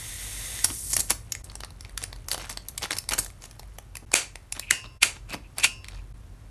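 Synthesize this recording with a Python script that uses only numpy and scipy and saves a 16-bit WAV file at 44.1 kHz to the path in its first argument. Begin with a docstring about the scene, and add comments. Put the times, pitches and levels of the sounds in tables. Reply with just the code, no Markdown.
"""A hard plastic card holder on its backing card slides by friction into a cellophane sleeve, close by.
The film hisses, buckles in snaps and crinkles by stick-slip; long nails tap it, padded contacts thud.
A small stapler then drives two staples: struck shell modes crack, the hinge creaks, and the spring's
decaying modes ring most at the releases. A small room answers with noise tails over low rumble and air."""
import sys
import numpy as np
from scipy import signal
from scipy.fft import rfft, irfft, next_fast_len
from scipy.io import wavfile
from scipy.ndimage import map_coordinates

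SR = 44100
rng = np.random.default_rng(int(sys.argv[2]) if len(sys.argv) > 2 else 0)


def transcribe(signal):
    """Save signal, clipped to [-1, 1], as a 16-bit WAV file at the path in sys.argv[1]."""
    frames = np.atleast_2d(signal).T
    limited = np.clip(frames, -1, 1)
    pcm = np.round(limited * 32767).astype(np.int16)
    wavfile.write(sys.argv[1], SR, pcm)


N = 286650
TOP_HZ = 12400  # upper edge of the sound
CLICK_S = .006  # length over which a click's rms level is given


def amp(db):
    """Logarithmic level: decibels to amplitude gain."""
    return 10 ** (np.asarray(db) / 20)


def unit(x):
    """Normalisation: scaled to rms 1."""
    return x / np.sqrt(np.mean(x ** 2) + 1e-20)


def along(points, hz):
    """Interpolation of (f/Hz, value) points on a logarithmic frequency axis."""
    f, v = np.transpose(points)
    return np.interp(np.log(hz + 1), np.log(f + 1), v)


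def wobble(rate, size=N):
    """Slow random modulation: a smooth curve through rate random knots a second."""
    knots = rng.standard_normal(int(size * rate / SR) + 4)
    return map_coordinates(knots, [np.arange(size) * rate / SR])


def filtered(x, response):
    """Linear filtering: the spectrum of x times a response of frequency."""
    n = x.shape[-1]
    m = next_fast_len(n + 8192)
    return irfft(rfft(x, m) * response(np.fft.rfftfreq(m, 1 / SR)), m)[..., :n]


def resonate(x, peaks):
    """Modal superposition: parallel (f/Hz, width/Hz, level/dB) resonances of alternating sign."""
    def response(f):
        total = 0
        for k, (centre, width, db) in enumerate(peaks):
            mode = 1j * f * width / (centre * centre - f * f + 1j * f * width)
            total = total + (-1) ** k * amp(db) * mode
        return total
    return filtered(x, response)


def noise(spectrum, grain_db=0):
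    """Spectral shaping: coloured noise of rms 1, broken into millisecond grains."""
    grains = rng.standard_normal(N) * amp(grain_db * wobble(640))
    return unit(filtered(grains, lambda hz: amp(along(spectrum, hz))))


def add(track, s, sound):
    """Superposition: mix a sound in from time s."""
    part = track[max(round(s * SR), 0):][:len(sound)]
    part += sound[:len(part)]


# low, middle and high bands of a contact: lower f/Hz, upper f/Hz
CONTACT_BANDS = [(250, 1150), (1350, 4750), (5700, 12000)]


def voiced(x, knock_db, bright_db, seconds):
    """Band balance: low and high set against the middle; rms 1 if it lasted that many seconds."""
    def band(lo, hi):
        def response(hz):
            slopes = (1 + (lo / (hz + 1)) ** 10) * (1 + (hz / hi) ** 10)
            return (hz < TOP_HZ) / np.sqrt(slopes)
        return filtered(x, response)
    # equal power per Hz before the balance is applied
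    parts = [unit(band(lo, hi)) * np.sqrt(hi - lo) for lo, hi in CONTACT_BANDS]
    balanced = amp([knock_db, 0, bright_db]) @ np.array(parts)
    return unit(balanced) * np.sqrt(seconds * SR / len(balanced))


# level of the low rumble at the desk, before desk_db: t/s, level/dB
RUMBLE_LEVEL = [(0.0, -46.5), (0.61, -44), (4.63, -51), (5.41, -47), (6.06, -46.5), (6.5, -46.5)]
# spectrum of the desk rumble: f/Hz, relative level per Hz/dB
DESK_SPECTRUM = [(15, -31), (30, -18.5), (47, 4.5), (62, -13), (85, -7.5), (115, -9.5), (160, -21.5),
                 (300, -28.5), (700, -43.5), (3000, -77.5)]
# spectrum of the air: f/Hz, relative level per Hz/dB
AIR_SPECTRUM = [(100, -12), (400, -3), (1200, -5), (4000, -15), (12500, -18)]


def background(air_db=-61, desk_db=3):
    """Stationary and slowly modulated noise: air, and a low rumble at the desk."""
    rumble_db = np.interp(np.arange(N) / SR, *np.transpose(RUMBLE_LEVEL))
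    rumble = amp(rumble_db + desk_db) * noise(DESK_SPECTRUM)
    return rumble + amp(air_db) * noise(AIR_SPECTRUM)


def crackle(size, rate, spread_db):
    """Poisson-like impulses: sparse tiny slips of rms 1, rate a second, of very unequal strength."""
    happens = rng.random(size) < rate / SR
    strength = np.clip(rng.standard_normal(size), -2, 2)
    sign = rng.choice([-1, 1], size)
    return unit(happens * sign * amp(spread_db * strength))


def slips(size, rate, spread_db=5, width_hz=520):
    """Stick-slip: many film facets slip independently, each ticking at a pitch of its own."""
    pitches = np.geomspace(600, 11000, num=12) * np.exp(.08 * rng.standard_normal(12))
    ticks = 0
    for hz in pitches:
        facet = [(hz, width_hz * np.sqrt(hz / 2000), 0)]
        ticks = ticks + resonate(crackle(size, rate, spread_db), facet)
    return unit(ticks)


# spectrum of card rubbing on film: f/Hz, relative level per Hz/dB
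RUBBING_SPECTRUM = [(150, -13), (500, -6), (1150, -9), (2000, -2), (3000, -3), (4500, -5), (7000, -6),
                    (12500, -11)]
# spectrum of the film's sizzle: f/Hz, relative level per Hz/dB
SIZZLE_SPECTRUM = [(1000, -50), (3800, -21), (5500, -8.5), (7600, -5.5), (8700, 0), (10800, -4),
                   (12400, -5.5)]
# filter for the film's crinkles: f/Hz, relative gain/dB
RUSTLE_SPECTRUM = [(150, 20.5), (700, 2.5), (1400, -1), (2600, -3.5), (5000, -7.5), (9500, -2.5),
                   (12500, -10.5)]
# resonances of the card in its sleeve: f/Hz, width/Hz, level/dB
CARD_MODES = [(2000, 220, 0), (3600, 380, 1), (6430, 380, 4), (8650, 400, 1)]
# levels at t = 0; both grow with the length of card inside the sleeve
RUB_START_DB, SIZZLE_START_DB, SLIDE_GROWS_DB_PER_S = -43, -39.5, 6.5
# once the thick holder has passed the sleeve's mouth, the rubbing eases
PASSED_S, EASE_S, EASE_DB = 0.6, 0.2, 16.5
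# the card reaches the bottom and the hiss dies away
SEATED_S, STOP_DB_PER_S = .97, 105
# the film is handled freely until the header is fitted, then only held
HELD_S, SETTLE_S, HELD_DB = 3.6, 0.19, -10


def sleeve(grip_db=-59, waver_db=0.4, regrip_db=3):
    """Sliding friction: the card's hiss into the sleeve, with faint crinkles that drop when it is held."""
    t = np.arange(N) / SR
    growth_db = SLIDE_GROWS_DB_PER_S * np.minimum(t, SEATED_S)
    slide_db = growth_db - STOP_DB_PER_S * np.maximum(t - SEATED_S, 0)
    eased_db = EASE_DB * np.clip((t - PASSED_S) / EASE_S, 0, 1)
    held_db = HELD_DB * np.clip((t - HELD_S) / SETTLE_S, 0, 1)

    drag = noise(RUBBING_SPECTRUM, grain_db=1.0)
    rubbing = unit(drag + sum(resonate(drag, [mode]) for mode in CARD_MODES))
    sizzle = noise(SIZZLE_SPECTRUM, grain_db=1.5)
    hiss = amp(RUB_START_DB - eased_db) * rubbing + amp(SIZZLE_START_DB) * sizzle
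    hiss = hiss * amp(slide_db + waver_db * wobble(28))

    rustle = slips(N, 70, spread_db=3) + .35 * rng.standard_normal(N)
    crinkles = unit(filtered(rustle, lambda hz: amp(along(RUSTLE_SPECTRUM, hz))))
    return hiss + amp(grip_db + held_db + regrip_db * wobble(12)) * crinkles


# a buckled facet often springs back a moment later, more softly
REBOUND_SHARE, REBOUND_S, REBOUND_DB = .4, 0.0061, -10
# while a crumple lasts, some of its facets buckle with a snap of their own
BUCKLE_DB, BUCKLE_SPREAD_DB, BUCKLE_KNOCK_DB = -3, 2, -2.5
# faint stray ticks while the fingers shift their grip
STRAY_FROM_S, STRAY_TO_S, STRAY_DB, STRAY_BRIGHT_DB = 1.45, 3.6, -47.5, -4


def lesser_snaps(strays=12, buckles_each=2):
    """Elastic recoil and secondary buckling: rebounds, snaps inside crumples and stray ticks, as rows."""
    rows = []
    draws = rng.random((len(SNAP_EVENTS), 2))
    for (s, db, knock_db, bright_db), (chance, delay) in zip(SNAP_EVENTS, draws):
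        if chance < REBOUND_SHARE:
            rows.append((s + REBOUND_S * (.5 + delay), db + REBOUND_DB, knock_db, bright_db))
    for s, half, db, bright_db in SCUFF_EVENTS:
        if s < HELD_S:
            for _ in range(buckles_each):
                moment = s + half * rng.uniform(-1, 1)
                level = db + BUCKLE_DB + BUCKLE_SPREAD_DB * rng.standard_normal()
                rows.append((moment, level, BUCKLE_KNOCK_DB, bright_db))
    # one stray tick at random within each equal share of the span
    places = (np.arange(strays) + rng.random(strays)) / strays
    for s in STRAY_FROM_S + (STRAY_TO_S - STRAY_FROM_S) * places:
        rows.append((s, STRAY_DB, 0, STRAY_BRIGHT_DB))
    return rows


# clicks that stand out, film snapping or nails on plastic, before level_db:
# t/s, level/dB, low band (knock)/dB, high band (brightness)/dB
SNAP_EVENTS = [(0.5912, -35, -11, -7), (0.6455, -13.5, -4, 12.5), (0.9353, -25.5, 2, 11),
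               (0.967, -17, -1, 8), (0.9958, -23, 0, 22), (1.0043, -19.5, -2, 14), (1.1059, -15.5, 6, 9),
               (1.3222, -23.5, -32, 8.5), (1.3517, -32, -8.5, -3), (1.443, -40.5, -3, 23),
               (1.5, -42, -12, -17), (1.5548, -34, 8, 9), (1.6065, -37, 1, -4.5), (1.6366, -34, 3, -15),
               (1.6479, -38, 0, -2), (1.8093, -39.5, -24, 1.5), (1.85, -41.5, -9, -17),
               (1.9776, -26.5, -35, -1.5), (2.039, -27, -3, 3.5), (2.1301, -37, -1, -13),
               (2.286, -30, -1, 5.5), (2.3159, -22.5, -11, -4), (2.347, -29.5, 6.5, -17),
               (2.3796, -34, 12.5, 0), (2.4988, -33, 0.5, 0), (2.5743, -30, -4, -8.5),
               (2.6861, -31, -10, 17), (2.7792, -27, -20, 4), (2.909, -24, -4.5, -7),
               (2.9304, -28, -12, -14), (2.9863, -24, -35, 6), (3.0906, -23.5, -6, 3.5),
               (3.1357, -23, -7, -1.5), (3.189, -18, 0, 17), (3.5123, -45.5, 0, -2), (3.596, -40, 9.5, 1),
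               (3.632, -48.5, 8, -6), (3.7863, -37, 9.5, 1), (3.955, -35, -4.5, -3),
               (3.9702, -34.5, -5.5, 2.5), (4.1182, -35.5, 3, -2), (4.3575, -36, -0.5, -6.5),
               (4.5247, -25.5, -9.5, 5.5), (4.5967, -27.5, -6, 0.5), (5.345, -33, 10, -6),
               (5.5841, -26, 0, 4.5), (5.8455, -40, -14, -12), (5.8855, -37, -25, -8)]


def snaps(longer_per_db=0.08, creep=0.0015, flutter=0.0052, flutter_db=-21, level_db=-0.24, ring_db=4):
    """Snap-through buckling: film strains, cracks and flutters; facets ring at pitches of their own."""
    out = np.zeros(N)
    lead, decay, creep_db = .005, .0012, -12  # s, s, dB
    t = np.arange(SR // 24) / SR - lead
    for s, db, knock_db, bright_db in list(SNAP_EVENTS) + lesser_snaps():
        life = decay * np.exp(longer_per_db * bright_db)  # brighter cracks last longer
        strain = amp(creep_db) * np.exp(-abs(t) / creep)
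        release = np.exp(-abs(t) / life) + amp(flutter_db) * np.exp(-abs(t) / flutter)
        crack = np.where(t < 0, strain, release) * rng.standard_normal(len(t))
        pitches = np.geomspace(900, 10000, num=7) * np.exp(.15 * rng.standard_normal(7))
        ring = resonate(crack, [(hz, 520, ring_db) for hz in pitches])
        click = voiced(crack + ring, knock_db, bright_db, CLICK_S)
        add(out, s - lead - .0006, amp(db + level_db) * click)
    return out


# reverberation time of the small room: f/Hz, t60/s
ROOM_DECAY = [(150, 0.34), (600, 0.3), (2500, 0.24), (6000, 0.27), (12000, 0.2)]


def room(x, gap=0.0091, build=0.0018):
    """Reverberation: after a gap, noise decays by t60; a fresh random tail for each quarter second."""
    out = np.zeros(N)
    for start in range(0, N, SR // 4):
        hz, t, z = signal.stft(rng.standard_normal(SR // 2), SR, nperseg=256)
        decay = amp(-60 * t / along(ROOM_DECAY, hz)[:, None])
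        tail = signal.istft(z * decay, SR, nperseg=256)[1]
        since_gap = np.maximum(np.arange(len(tail)) / SR - gap, 0)
        tail = tail * (1 - np.exp(-since_gap / build))
        answer = signal.fftconvolve(x[start:start + SR // 4], tail / np.linalg.norm(tail))
        add(out, start / SR, answer)
    return out


# short scuffs and crumples, before level_db: middle t/s, half length/s, level/dB, high band/dB
SCUFF_EVENTS = [(0.649, 0.01, -26, 8), (0.703, 0.016, -40, -9), (0.933, 0.026, -26.5, 16.5),
                (0.989, 0.012, -30.5, 8), (1.108, 0.012, -26, 2.5), (2.023, 0.017, -39.5, -1.5),
                (2.325, 0.021, -31, 6.5), (2.425, 0.035, -40, -8), (2.512, 0.017, -37.5, 1),
                (2.838, 0.016, -29.5, -7.5), (2.918, 0.018, -32.5, -3), (2.967, 0.012, -36, 2.5),
                (3.126, 0.017, -27.5, -3), (3.188, 0.0067, -27.5, 0.5), (3.244, 0.036, -41, 7),
                (3.439, 0.022, -44.5, 1.5), (4.569, 0.014, -40.5, -13), (4.853, 0.012, -44.5, -22),
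                (5.166, 0.011, -47, -15), (5.315, 0.018, -40, -7.5), (5.343, 0.0082, -32.5, -11),
                (5.596, 0.018, -34, -1), (5.93, 0.065, -52.5, -11.5)]


def scuffs(rate=200, catch_db=4.5, level_db=-1.5, knock_db=0.9):
    """Stick-slip friction: film and card drag in short swells, catching and slipping many times."""
    out = np.zeros(N)
    t = np.arange(SR // 4) / SR
    middle = t.mean()
    for s, half, db, bright_db in SCUFF_EVENTS:
        swell = np.exp(-(abs(t - middle) / (1.15 * half)) ** 2)
        swell = swell * amp(catch_db * wobble(248.9, size=len(t)))
        friction = slips(len(t), rate) + .4 * rng.standard_normal(len(t))
        scuff = voiced(swell * friction, knock_db, bright_db, 2 * half)
        add(out, s - middle, amp(db + level_db) * scuff)
    return out


# firmer bumps of the packet against hand and desk: t/s, nominal level/dB
BUMP_EVENTS = [(0.707, -41.5), (.985, -38.5), (1.108, -43.5), (4.024, -41), (5.34, -35)]
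# spectrum of a padded contact: f/Hz, relative level per Hz/dB
THUD_SPECTRUM = [(40, -17), (110, 9), (330, 8.5), (650, -7), (1200, -10), (3000, -32.5)]
# every scuff and stapler blow also pushes the packet against hand or desk; dull scuffs push harder
PUSH_DB, PUSH_PER_BRIGHT_DB, PUSH_LEAD_S, STAPLER_PUSH_DB = -9.5, -0.53, 0.0048, -37


def bumps(rise=.003, decay=0.018):
    """Overdamped impact: padded contacts give a dull push of noise with no ring."""
    contacts = [(s - PUSH_LEAD_S, db + PUSH_DB + PUSH_PER_BRIGHT_DB * bright_db)
                for s, _, db, bright_db in SCUFF_EVENTS]
    contacts += [(blow[0], STAPLER_PUSH_DB) for blow in STAPLER_BLOWS]
    contacts += list(BUMP_EVENTS)
    push = np.zeros(N)
    t = np.arange(SR // 6) / SR
    shape = (1 - np.exp(-t / rise)) * np.exp(-t / decay)
    for s, db in contacts:
        add(push, s - rise, amp(db) * shape)
    return push * noise(THUD_SPECTRUM)


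# stapler blows, press and release twice: t/s, level/dB, low band/dB, high band/dB, arm f/Hz, decay/s,
# scrape level/dB, scrape rise/s, level sent to the room re blow/dB, spring level/dB
STAPLER_BLOWS = [(4.1400, -11.5, -0.5, 0, 2400, 0.0012, -26.5, 0.0037, -2.5, -50),
                 (4.709, -11, -19, -3, 1970, 0.0021, -25, 0.0024, -13.5, -30.5),
                 (5.03, -8.5, -17, -7, 2397, 0.0038, -16.5, 0.0052, -10, -49),
                 (5.6448, -9.5, -15, -7, 2540, 0.0097, -6.5, 0.0058, -17, -32)]
# modes of the stapler's spring and steel rail: f/Hz, relative level/dB, t60/s
SPRING_MODES = [(1044, -21, 1.2), (2519, -2, .3), (2683, -4, .48), (2842, 2, .37), (3060, -14, .3),
                (3160, -11, .28), (4910, -15, .62), (5292, -14, .55), (5394, -19, .7), (5744, -16, .4),
                (6751, -17, .45), (7590, -15, .2), (8110, -16, .2), (8730, -16, .22)]
# resonances of the stapler's plastic shell: f/Hz, width/Hz, level/dB
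SHELL_MODES = [(770, 1100, -12), (1423, 80, -1.5), (4100, 180, -23), (4780, 120, -3), (6290, 3000, -20.5),
               (9280, 1200, -10), (9770, 230, -7.5), (11070, 420, -8)]


def stapler(waver=.75):
    """Struck modes: the blade scrapes, the shell cracks, the spring rings; returns direct and room send."""
    direct, sent = np.zeros(N), np.zeros(N)
    lead, bare = .025, .1  # s before the blow; share of unresonated crack
    t = np.arange(SR * 3 // 4) / SR - lead
    after = np.maximum(t, 0)
    impulse = signal.unit_impulse(len(t), round(lead * SR))
    for (s, db, knock_db, bright_db, arm_hz, decay,
         scrape_db, rise, room_db, spring_db) in STAPLER_BLOWS:
        body = list(SHELL_MODES) + [(arm_hz, 450, 1)]  # the arm's pitch depends on how it is gripped
        scrape = amp(scrape_db - db) * np.exp(-abs(t) / rise)
        force = np.where(t < 0, scrape, np.exp(-after / decay))
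        crack = force * rng.standard_normal(len(t))
        blow = amp(db) * voiced(resonate(crack, body) + bare * crack, knock_db, bright_db, CLICK_S)
        ring = 0
        for hz, level, t60 in SPRING_MODES:
            envelope = amp(level + rng.standard_normal() - 60 * after / t60)
            # the loosely seated spring wavers in phase as it rings
            phase = 2 * np.pi * hz * after + waver * wobble(50, size=len(t))
            ring = ring + envelope * np.sin(phase)
        add(direct, s - lead, blow + amp(spring_db) * ring * (t > 0))
        knock = voiced(resonate(impulse, body) + bare * impulse, -6.5, -1.5, CLICK_S)
        add(sent, s - lead, amp(db + room_db) * knock)
    return direct, sent


# creaks as the stapler is squeezed and let go: middle t/s, Gaussian half length/s, level/dB
CREAK_EVENTS = [(4.635, 0.011, -41), (4.686, .012, -42), (5.329, 0.021, -40), (5.451, 0.014, -57),
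                (5.605, 0.013, -37.5), (5.98, 0.032, -61)]
HINGE_HZ = 2540


def creaks(rate=900, width_hz=300):
    """Stick-slip excitation: steel slips in the hinge feed one narrow resonance."""
    out = np.zeros(N)
    t = np.arange(SR // 4) / SR
    middle = t.mean()
    for s, half, db in CREAK_EVENTS:
        friction = crackle(len(t), rate, 3.8) + .5 * rng.standard_normal(len(t))
        squeak = resonate(friction, [(HINGE_HZ, width_hz, 0)])
        squeak = resonate(squeak, [(HINGE_HZ, 3 * width_hz, 0)])
        swell = np.exp(-((t - middle) / half) ** 2 / 2)
        add(out, s - middle, amp(db) * unit(squeak) * swell)
    return out


def scene(packet_room_db=-13):
    """Superposition: packet and stapler in the middle, their room answers, and the background."""
    packet = snaps() + scuffs() + bumps() + creaks()
    staples, sent = stapler()
    answers = room(amp(packet_room_db) * packet, gap=0.0016) + room(sent)
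    mid = packet + sleeve() + staples + answers + background()
    return np.array([mid, mid])


def treble_difference(mid):
    """Phase quadrature: a treble side signal, rippled along frequency, that sets the channels apart."""
    side_db, corner_hz, scatter_s = -12, 3900, .0004

    def response(hz):
        ripple = np.cos(2 * np.pi * hz * scatter_s)
        return 1j * amp(side_db) * ripple / (1 + (corner_hz / (hz + 1)) ** 20)
    return filtered(mid, response)


# moments when the level dips briefly: middle t/s, half length/s
LEVEL_DIPS = [(1.43, 0.0081), (4.057, 0.0058), (4.996, 0.02), (6.133, 0.0073)]


def record(dry):
    """Saturation and band limiting: brief level dips, rounded peaks, widened treble and a cut top."""
    t = np.arange(N) / SR
    dip = sum(np.exp(-((t - s) / half) ** 4) for s, half in LEVEL_DIPS)
    dipped = dry * (1 - .93 * dip)
    rounded = dipped / (1 + abs(dipped / .74) ** 6) ** (1 / 6)
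    wide = rounded + treble_difference(rounded) * [[1], [-1]]
    return filtered(wide, lambda hz: 1 / np.sqrt(1 + (hz / TOP_HZ) ** 300))


dry = scene()
out = record(dry)
transcribe(out)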